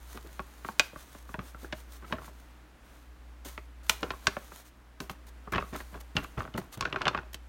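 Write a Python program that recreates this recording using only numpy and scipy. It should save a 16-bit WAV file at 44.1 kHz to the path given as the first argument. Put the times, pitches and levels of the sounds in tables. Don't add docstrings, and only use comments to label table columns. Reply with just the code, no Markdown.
import sys
import numpy as np
from scipy import signal
from scipy.fft import rfft, irfft
from scipy.io import wavfile
from scipy.ndimage import uniform_filter1d, map_coordinates

SR = 44100
rng = np.random.default_rng(int(sys.argv[2]) if len(sys.argv) > 2 else 0)


def transcribe(signal):
    frames = np.atleast_2d(signal).T
    limited = np.clip(frames, -1, 1)
    pcm = np.round(limited * 32767).astype(np.int16)
    wavfile.write(sys.argv[1], SR, pcm)


N = 329868
TIME = np.arange(N) / SR

# frequency in Hz, relative density in dB.
AIR_SPECTRUM = [(25, -12), (50, -6), (66, -5), (87, -25), (140, -19.5), (285, -17), (394, -23), (887, -23),
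                (1560, -24.5), (5000, -38.5), (14800, -46)]
# multiple of the mains frequency, rms level in dB.
HUM_OVERTONES = [(2, -71.5), (5, -73)]
# frequency in Hz, level in dB, decay time t60 in seconds.
BOWL_MODES = [(386.5, -28, 0.071), (614, -26.5, 0.06), (1100, -30, 0.04), (2676, -35, 0.066)]
# frequency in Hz, relative density in dB.
POWDER_SPECTRUM = [(150, -14), (400, 5.5), (1200, 6), (2500, 3.5), (4500, 1.5), (7000, 1.5), (10000, -0.5),
                   (13000, 0), (16000, -1.5)]
# start in seconds, end in seconds, relative level in dB.
POURS = [(0, 1.18, -60.5), (1.293, 2.46, -66.5), (2.845, 2.946, -65), (3.831, 4.45, -57.5),
         (5.555, 5.93, -59.5)]
# middle in seconds, relative level in dB, length in seconds.
SLIDES = [(0.132, -53, 0.1), (4.567, -53, 0.12), (4.671, -56, 0.05), (5.289, -53, 0.015),
          (5.784, -50.5, 0.1), (6.009, -49.5, 0.014), (6.24, -50, 0.016), (6.74, -46.5, 0.035),
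          (6.776, -43.5, 0.0036), (7.334, -41.5, 0.005)]
SHAKE_SLIDE_DB = [-52.5, -52.5, -54, -60, -58.5, -55, -54.5, -55, -55, -54.5, -56.5]
# start in seconds, relative level in dB, t60 in seconds.
SLUMPS = [(3.447, -42.5, 0.4), (3.893, -34, 0.2), (5.001, -46.5, 0.24), (5.095, -44, 0.12),
          (5.267, -48, 0.092), (5.52, -36, 0.066), (6.155, -54.5, 1), (6.575, -35.5, 0.064),
          (7.343, -35, 0.035)]
# start in seconds, thud level in dB, thud pitch in Hz, relative crinkling level in dB.
PATS = [(0.145, -44.5, 332, -58), (0.244, -50, 330, -57), (1.383, -36, 164, -52.5),
        (1.628, -44.5, 270, -70), (2.123, -33.5, 230, -54), (3.454, -45.5, 269, -72),
        (4.027, -32, 258, -50), (4.269, -33.5, 157, -60), (5.002, -39.5, 184, -57),
        (5.093, -43.5, 186, -55.5), (5.521, -36, 135, -34), (5.725, -38.5, 149, -43.5),
        (5.924, -53, 185, -49.5), (6.151, -30.5, 119, -41.5), (6.37, -30, 88, -43),
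        (6.543, -32.5, 88.5, -50.5), (6.58, -34, 195, -51), (6.768, -41, 91.5, -48), (7.073, -37, 125, -63)]
# start in seconds, end in seconds, relative crinkling level in dB.
SQUEEZES = [(2.012, 2.226, -55), (3.908, 4.405, -63), (6.797, 7.17, -49)]
# frequency in Hz, relative gain in dB.
FOIL_SPECTRUM = [(200, -2.5), (390, -5), (700, -4), (1010, -1), (1400, 1.5), (2000, -3.5), (2710, -2),
                 (3800, -4), (6300, -5), (8600, -10.5)]
# start in seconds, level in dB, pitch of the flipping facet in Hz, ring of the panel around it in Hz.
SNAPS = [(0.1736, -43, 2900, 1180), (0.3933, -34, 1750, 1080), (0.647, -36.5, 1500, 1150),
         (0.687, -33.5, 1330, 1100), (0.7956, -16.5, 6050, 2470), (0.931, -48, 950, 500),
         (0.9592, -41.5, 1370, 1220), (1.1488, -45.5, 1300, 1000), (1.2912, -45, 1250, 1040),
         (1.3415, -34.5, 1580, 880), (1.391, -38.5, 2320, 1190), (1.546, -44, 1400, 1330),
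         (1.644, -43, 1300, 1590), (1.7251, -34.5, 3330, 1520), (1.729, -38, 3340, 630),
         (2.024, -49, 1600, 1500), (2.043, -48.5, 1700, 1280), (2.107, -45, 1000, 1000),
         (2.124, -29, 2280, 1100), (2.183, -42, 1500, 1350), (2.218, -49, 1400, 960),
         (2.2788, -45.5, 1100, 1040), (3.5774, -38, 2180, 2290), (3.8958, -18.5, 10000, 2690),
         (4.0304, -30.5, 3200, 1030), (4.105, -30.5, 2700, 1020), (4.134, -43, 1300, 1100),
         (4.2696, -19.5, 5270, 1570), (4.367, -32.5, 1660, 560), (4.5185, -45.5, 1420, 1310),
         (5.003, -38, 5800, 1290), (5.096, -37, 3230, 1270), (5.473, -41, 990, 1230),
         (5.5243, -38, 2330, 1350), (5.5347, -29.5, 1650, 1400), (5.548, -32, 1600, 3020),
         (5.56, -32, 2360, 970), (5.573, -37, 800, 616), (5.581, -27, 1650, 2550), (5.589, -36, 1300, 536),
         (5.609, -39, 1700, 1100), (5.624, -36, 1350, 1190), (5.75, -38.5, 1190, 960),
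         (5.8032, -41.5, 2380, 1830), (6.1665, -25, 4100, 2860), (6.244, -40, 2240, 1200),
         (6.3814, -40, 1350, 2020), (6.4045, -32.5, 1420, 1310), (6.4515, -41, 1500, 634),
         (6.476, -43, 1300, 1580), (6.54, -46, 3400, 2980), (6.551, -42, 1200, 1300),
         (6.578, -33.5, 1700, 680), (6.8087, -29.5, 5500, 985), (6.8244, -34, 2960, 1020),
         (6.8527, -27.5, 2700, 1530), (6.9264, -32, 2280, 3060), (6.943, -40, 1800, 1000),
         (6.9596, -28.5, 1910, 1320), (7.0093, -35, 1400, 970), (7.0171, -31, 3600, 1400),
         (7.0541, -30, 2680, 3070), (7.061, -34, 1500, 940), (7.068, -25, 2070, 815),
         (7.08, -22.5, 3460, 1360), (7.109, -40.5, 1300, 594), (7.1473, -28, 1730, 1190),
         (7.154, -40.5, 1900, 1120), (7.165, -43, 1900, 790), (7.1754, -33.5, 2230, 790),
         (7.187, -36.5, 1750, 1560), (7.344, -39.5, 8800, 3200)]

MAINS_HZ, MAINS_DB = 59.99, -56.5
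MOTOR_DB, SLIP_HZ, IN_STEP_S = -51, 0.512, 1.8
FIRST_SHAKE_S, SHAKE_PERIOD_S, SHAKE_SLIDE_S = 0.69, 0.1567, 0.09
SHAKE_FLEX_DB, SHAKE_FLEX_LEAD_S = -68, 0.078
FLEX_PEAK_S, SPILL_PEAK_S, SPILL_DB = 0.023, 0.037, -31
POUR_ATTACK_S, POUR_T60 = 0.0013, 0.82
SQUEEZE_ATTACK_S, SQUEEZE_T60 = 0.0063, 0.42
CRINKLES_PER_S = 190
TOP_HZ = 16100


def undb(db):
    return 10 ** (np.asarray(db) / 20)


def unit(x):
    return x / np.sqrt(np.sum(x ** 2))


def fade(t, t60):
    return np.exp(-np.log(1000) * t / t60)


def freqs(n):
    return np.maximum(np.arange(n // 2 + 1) * SR / n, 1)


def colour(points, hz):
    f, db = np.transpose(points)
    return undb(np.interp(np.log(hz), np.log(f), db))


def shape(x, gain):
    n = len(x)
    cepstrum = irfft(np.log(gain), n)
    cepstrum[1:n // 2] *= 2
    cepstrum[n // 2 + 1:] = 0
    return irfft(rfft(x) * np.exp(rfft(cepstrum)), n)


def tint(x, points):
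    return unit(irfft(rfft(x) * colour(points, freqs(N)), N)) * np.sqrt(N)


def walk(rate):
    knots = rng.standard_normal(int(N / SR * rate) + 2)
    return np.interp(TIME * rate, np.arange(len(knots)), knots)


def burst(t, t60, order):
    spectrum = rfft(rng.standard_normal(len(t)) * fade(t, t60))
    power = uniform_filter1d(np.abs(spectrum) ** 2, order)
    return unit(shape(irfft(spectrum), power ** -.5))


def add(out, s, x, db):
    i = max(int(s * SR), 0)
    x = unit(x) * undb(db) * np.sqrt(SR / 100)
    out[i:i + len(x)] += x[:len(out) - i]


def swell(s, peak_s):
    age = np.maximum(TIME - s, 0) / peak_s
    return age * np.exp(1 - age)


def held(start, end, attack_s, t60):
    attack = 1 - np.exp(-np.maximum(TIME - start, 0) / attack_s)
    return attack * fade(np.maximum(TIME - end, 0), t60)


def shakes():
    return FIRST_SHAKE_S + SHAKE_PERIOD_S * np.arange(len(SHAKE_SLIDE_DB))


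def background(air_db=-56.93, waver_db=1.08):
    t = TIME - IN_STEP_S
    phase = 2 * np.pi * MAINS_HZ * t
    hum = undb(MAINS_DB) * np.sin(phase)
    hum += sum(undb(db) * np.sin(round(multiple) * phase) for multiple, db in HUM_OVERTONES)
    hum += undb(MOTOR_DB) * np.sin(2 * np.pi * (MAINS_HZ - SLIP_HZ) * t)
    air = tint(rng.standard_normal(N), AIR_SPECTRUM) * undb(air_db + waver_db * walk(5.15))
    return np.sqrt(2) * hum + air


def kitchen(x, near_db=-10, near_t60=0.051, room_db=-17, room_t60=0.31, dull_hz=5000, size=16384):
    t, hz = TIME[:size], freqs(size)
    walls = 1 / np.hypot(1, hz / dull_hz) / np.hypot(1, 150 / hz)
    out, step = x.copy(), size // 4
    for start in range(0, N, step):
        near = unit(rng.standard_normal(size) * fade(t, near_t60) * (t > .002))
        far = unit(rng.standard_normal(size) * fade(t, room_t60) * (t > .009))
        response = shape(undb(near_db) * near + undb(room_db) * far, walls)
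        echoes = signal.fftconvolve(x[start:start + step], response)
        out[start:start + len(echoes)] += echoes[:N - start]
    return out


def bowl(x, size=8192):
    t = TIME[:size]
    ring = sum(undb(db) * unit(np.cos(2 * np.pi * hz * t) * fade(t, t60)) for hz, db, t60 in BOWL_MODES)
    return x + signal.fftconvolve(x, ring)[:N]


def mirrored(x, lag_s=0.0003886, share=0.2, sway=0.028):
    late = TIME - lag_s * (1 + sway * walk(7.3))
    return x - share * map_coordinates(x, [late * SR], order=3, mode="mirror")


def powder_flow():
    power = sum((undb(db) * held(start, end, POUR_ATTACK_S, POUR_T60)) ** 2 for start, end, db in POURS)
    power += sum((undb(db + SPILL_DB) * swell(s, SPILL_PEAK_S)) ** 2 for s, db, _, _ in PATS)
    shake_slides = [(s, db, SHAKE_SLIDE_S) for s, db in zip(shakes(), SHAKE_SLIDE_DB)]
    for s, db, length in list(SLIDES) + shake_slides:
        power += undb(db) ** 2 * np.exp(-2 * np.abs(2 * (TIME - s) / length) ** 3)
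    for s, db, t60 in SLUMPS:
        age = np.maximum(TIME - s, 0)
        power += (undb(db) * fade(age, t60) * (1 - np.exp(-age / 0.0015))) ** 2
    return power


def powder(grain_db=4, clump_db=2.0, surge_db=1.3, gain_db=-1.12):
    grains = rng.standard_normal(N) * undb(grain_db * rng.standard_normal(N))
    hiss = mirrored(tint(grains, POWDER_SPECTRUM))
    clumps = np.clip(walk(260), 0, 2) ** 2
    unevenness = undb(gain_db + clump_db * clumps + surge_db * walk(23))
    return hiss * np.sqrt(powder_flow()) * unevenness


def pats(t60=0.054, rise_s=0.0048, width=0.5, size=16384):
    out, t = np.zeros(N), TIME[:size]
    for s, db, hz, _ in PATS:
        ratio = freqs(size) / hz
        body = 1 / np.hypot(width, ratio - 1 / ratio) / np.hypot(2, ratio)
        push = burst(t, t60, order=30) * (1 - np.exp(-t / rise_s))
        add(out, s, shape(push, body), db)
    return out


def flexing():
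    power = sum((undb(db) * swell(s, FLEX_PEAK_S)) ** 2 for s, _, _, db in PATS)
    for s in shakes():
        power += (undb(SHAKE_FLEX_DB) * swell(s - SHAKE_FLEX_LEAD_S, FLEX_PEAK_S)) ** 2
    for start, end, db in SQUEEZES:
        power += (undb(db) * held(start, end, SQUEEZE_ATTACK_S, SQUEEZE_T60)) ** 2
    return np.sqrt(power)


def crease(facet_hz, ring_hz, body_db, size=3072, flurry_t60=0.016, body_t60=0.048, body_hz=650,
           lag_s=0.00391, panel_hz=550, damping=1.0, reach=2.4, ring_db=9, ring_q=6.3,
           settle_db=-11, settle_t60=0.059):
    t, hz = TIME[:size], freqs(size)
    ratio = hz / facet_hz
    facet = 1 / np.sqrt((1 - ratio ** 2) ** 2 + damping * ratio ** 2) / np.hypot(1, (ratio / reach) ** 2)
    panel = undb(body_db / (1 + (hz / panel_hz) ** 4))
    detuning = ring_q * (hz / ring_hz - ring_hz / hz)
    ring = np.sqrt(1 + (undb(ring_db) ** 2 - 1) / (1 + detuning ** 2))
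    dispersion = np.exp(-2j * np.pi * lag_s * body_hz * np.arctan(hz / body_hz))
    slow = 1 / (1 + (hz / body_hz) ** 4)
    flurry = np.sqrt(1 - slow) * rfft(burst(t, flurry_t60, order=60))
    flurry += np.sqrt(slow) * rfft(burst(t, body_t60, order=16))
    wrinkles = rng.standard_normal(size) ** 3
    flips = (t == 0) + undb(settle_db) * unit(wrinkles * fade(t, settle_t60))
    waves = irfft(flurry * rfft(flips) * dispersion)
    return shape(waves, colour(FOIL_SPECTRUM, hz) * facet * panel * ring)


def crinkles(facet_hz, body_db, gain_db, scatter_db=5.0, octaves=1.0, count=120):
    pitches = facet_hz * 2 ** (octaves * (2 * rng.random((count, 2)) - 1))
    creases = [crease(own_hz, ring_hz, body_db) for own_hz, ring_hz in pitches]
    out = np.zeros(N)
    for when, chance, which in rng.random((int(CRINKLES_PER_S * N / SR), 3)):
        db = -scatter_db * np.log(chance + 0.13)
        add(out, when * N / SR, creases[int(which * count)], db)
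    return unit(out) * np.sqrt(N) * undb(gain_db)


def snaps(crisp_db=-27, softening=0.58):
    out = np.zeros(N)
    for s, db, facet_hz, ring_hz in SNAPS:
        body_db = softening * (crisp_db - db)
        add(out, s, crease(facet_hz, ring_hz, body_db), db)
    return out


def scene():
    muffled = crinkles(facet_hz=1300, body_db=12.0, gain_db=2.0)
    bright = crinkles(facet_hz=3520, body_db=6.0, gain_db=-10.0)
    packet = snaps() + (muffled + bright) * flexing() + pats()
    source = bowl(packet) + powder()
    return (kitchen(source) + background())[None]


def record(dry):
    dry = signal.sosfilt(signal.butter(6, 33, "high", fs=SR, output="sos"), dry)
    return signal.sosfilt(signal.ellip(10, .2, 70, TOP_HZ, fs=SR, output="sos"), dry)


dry = scene()
out = record(dry)
transcribe(out)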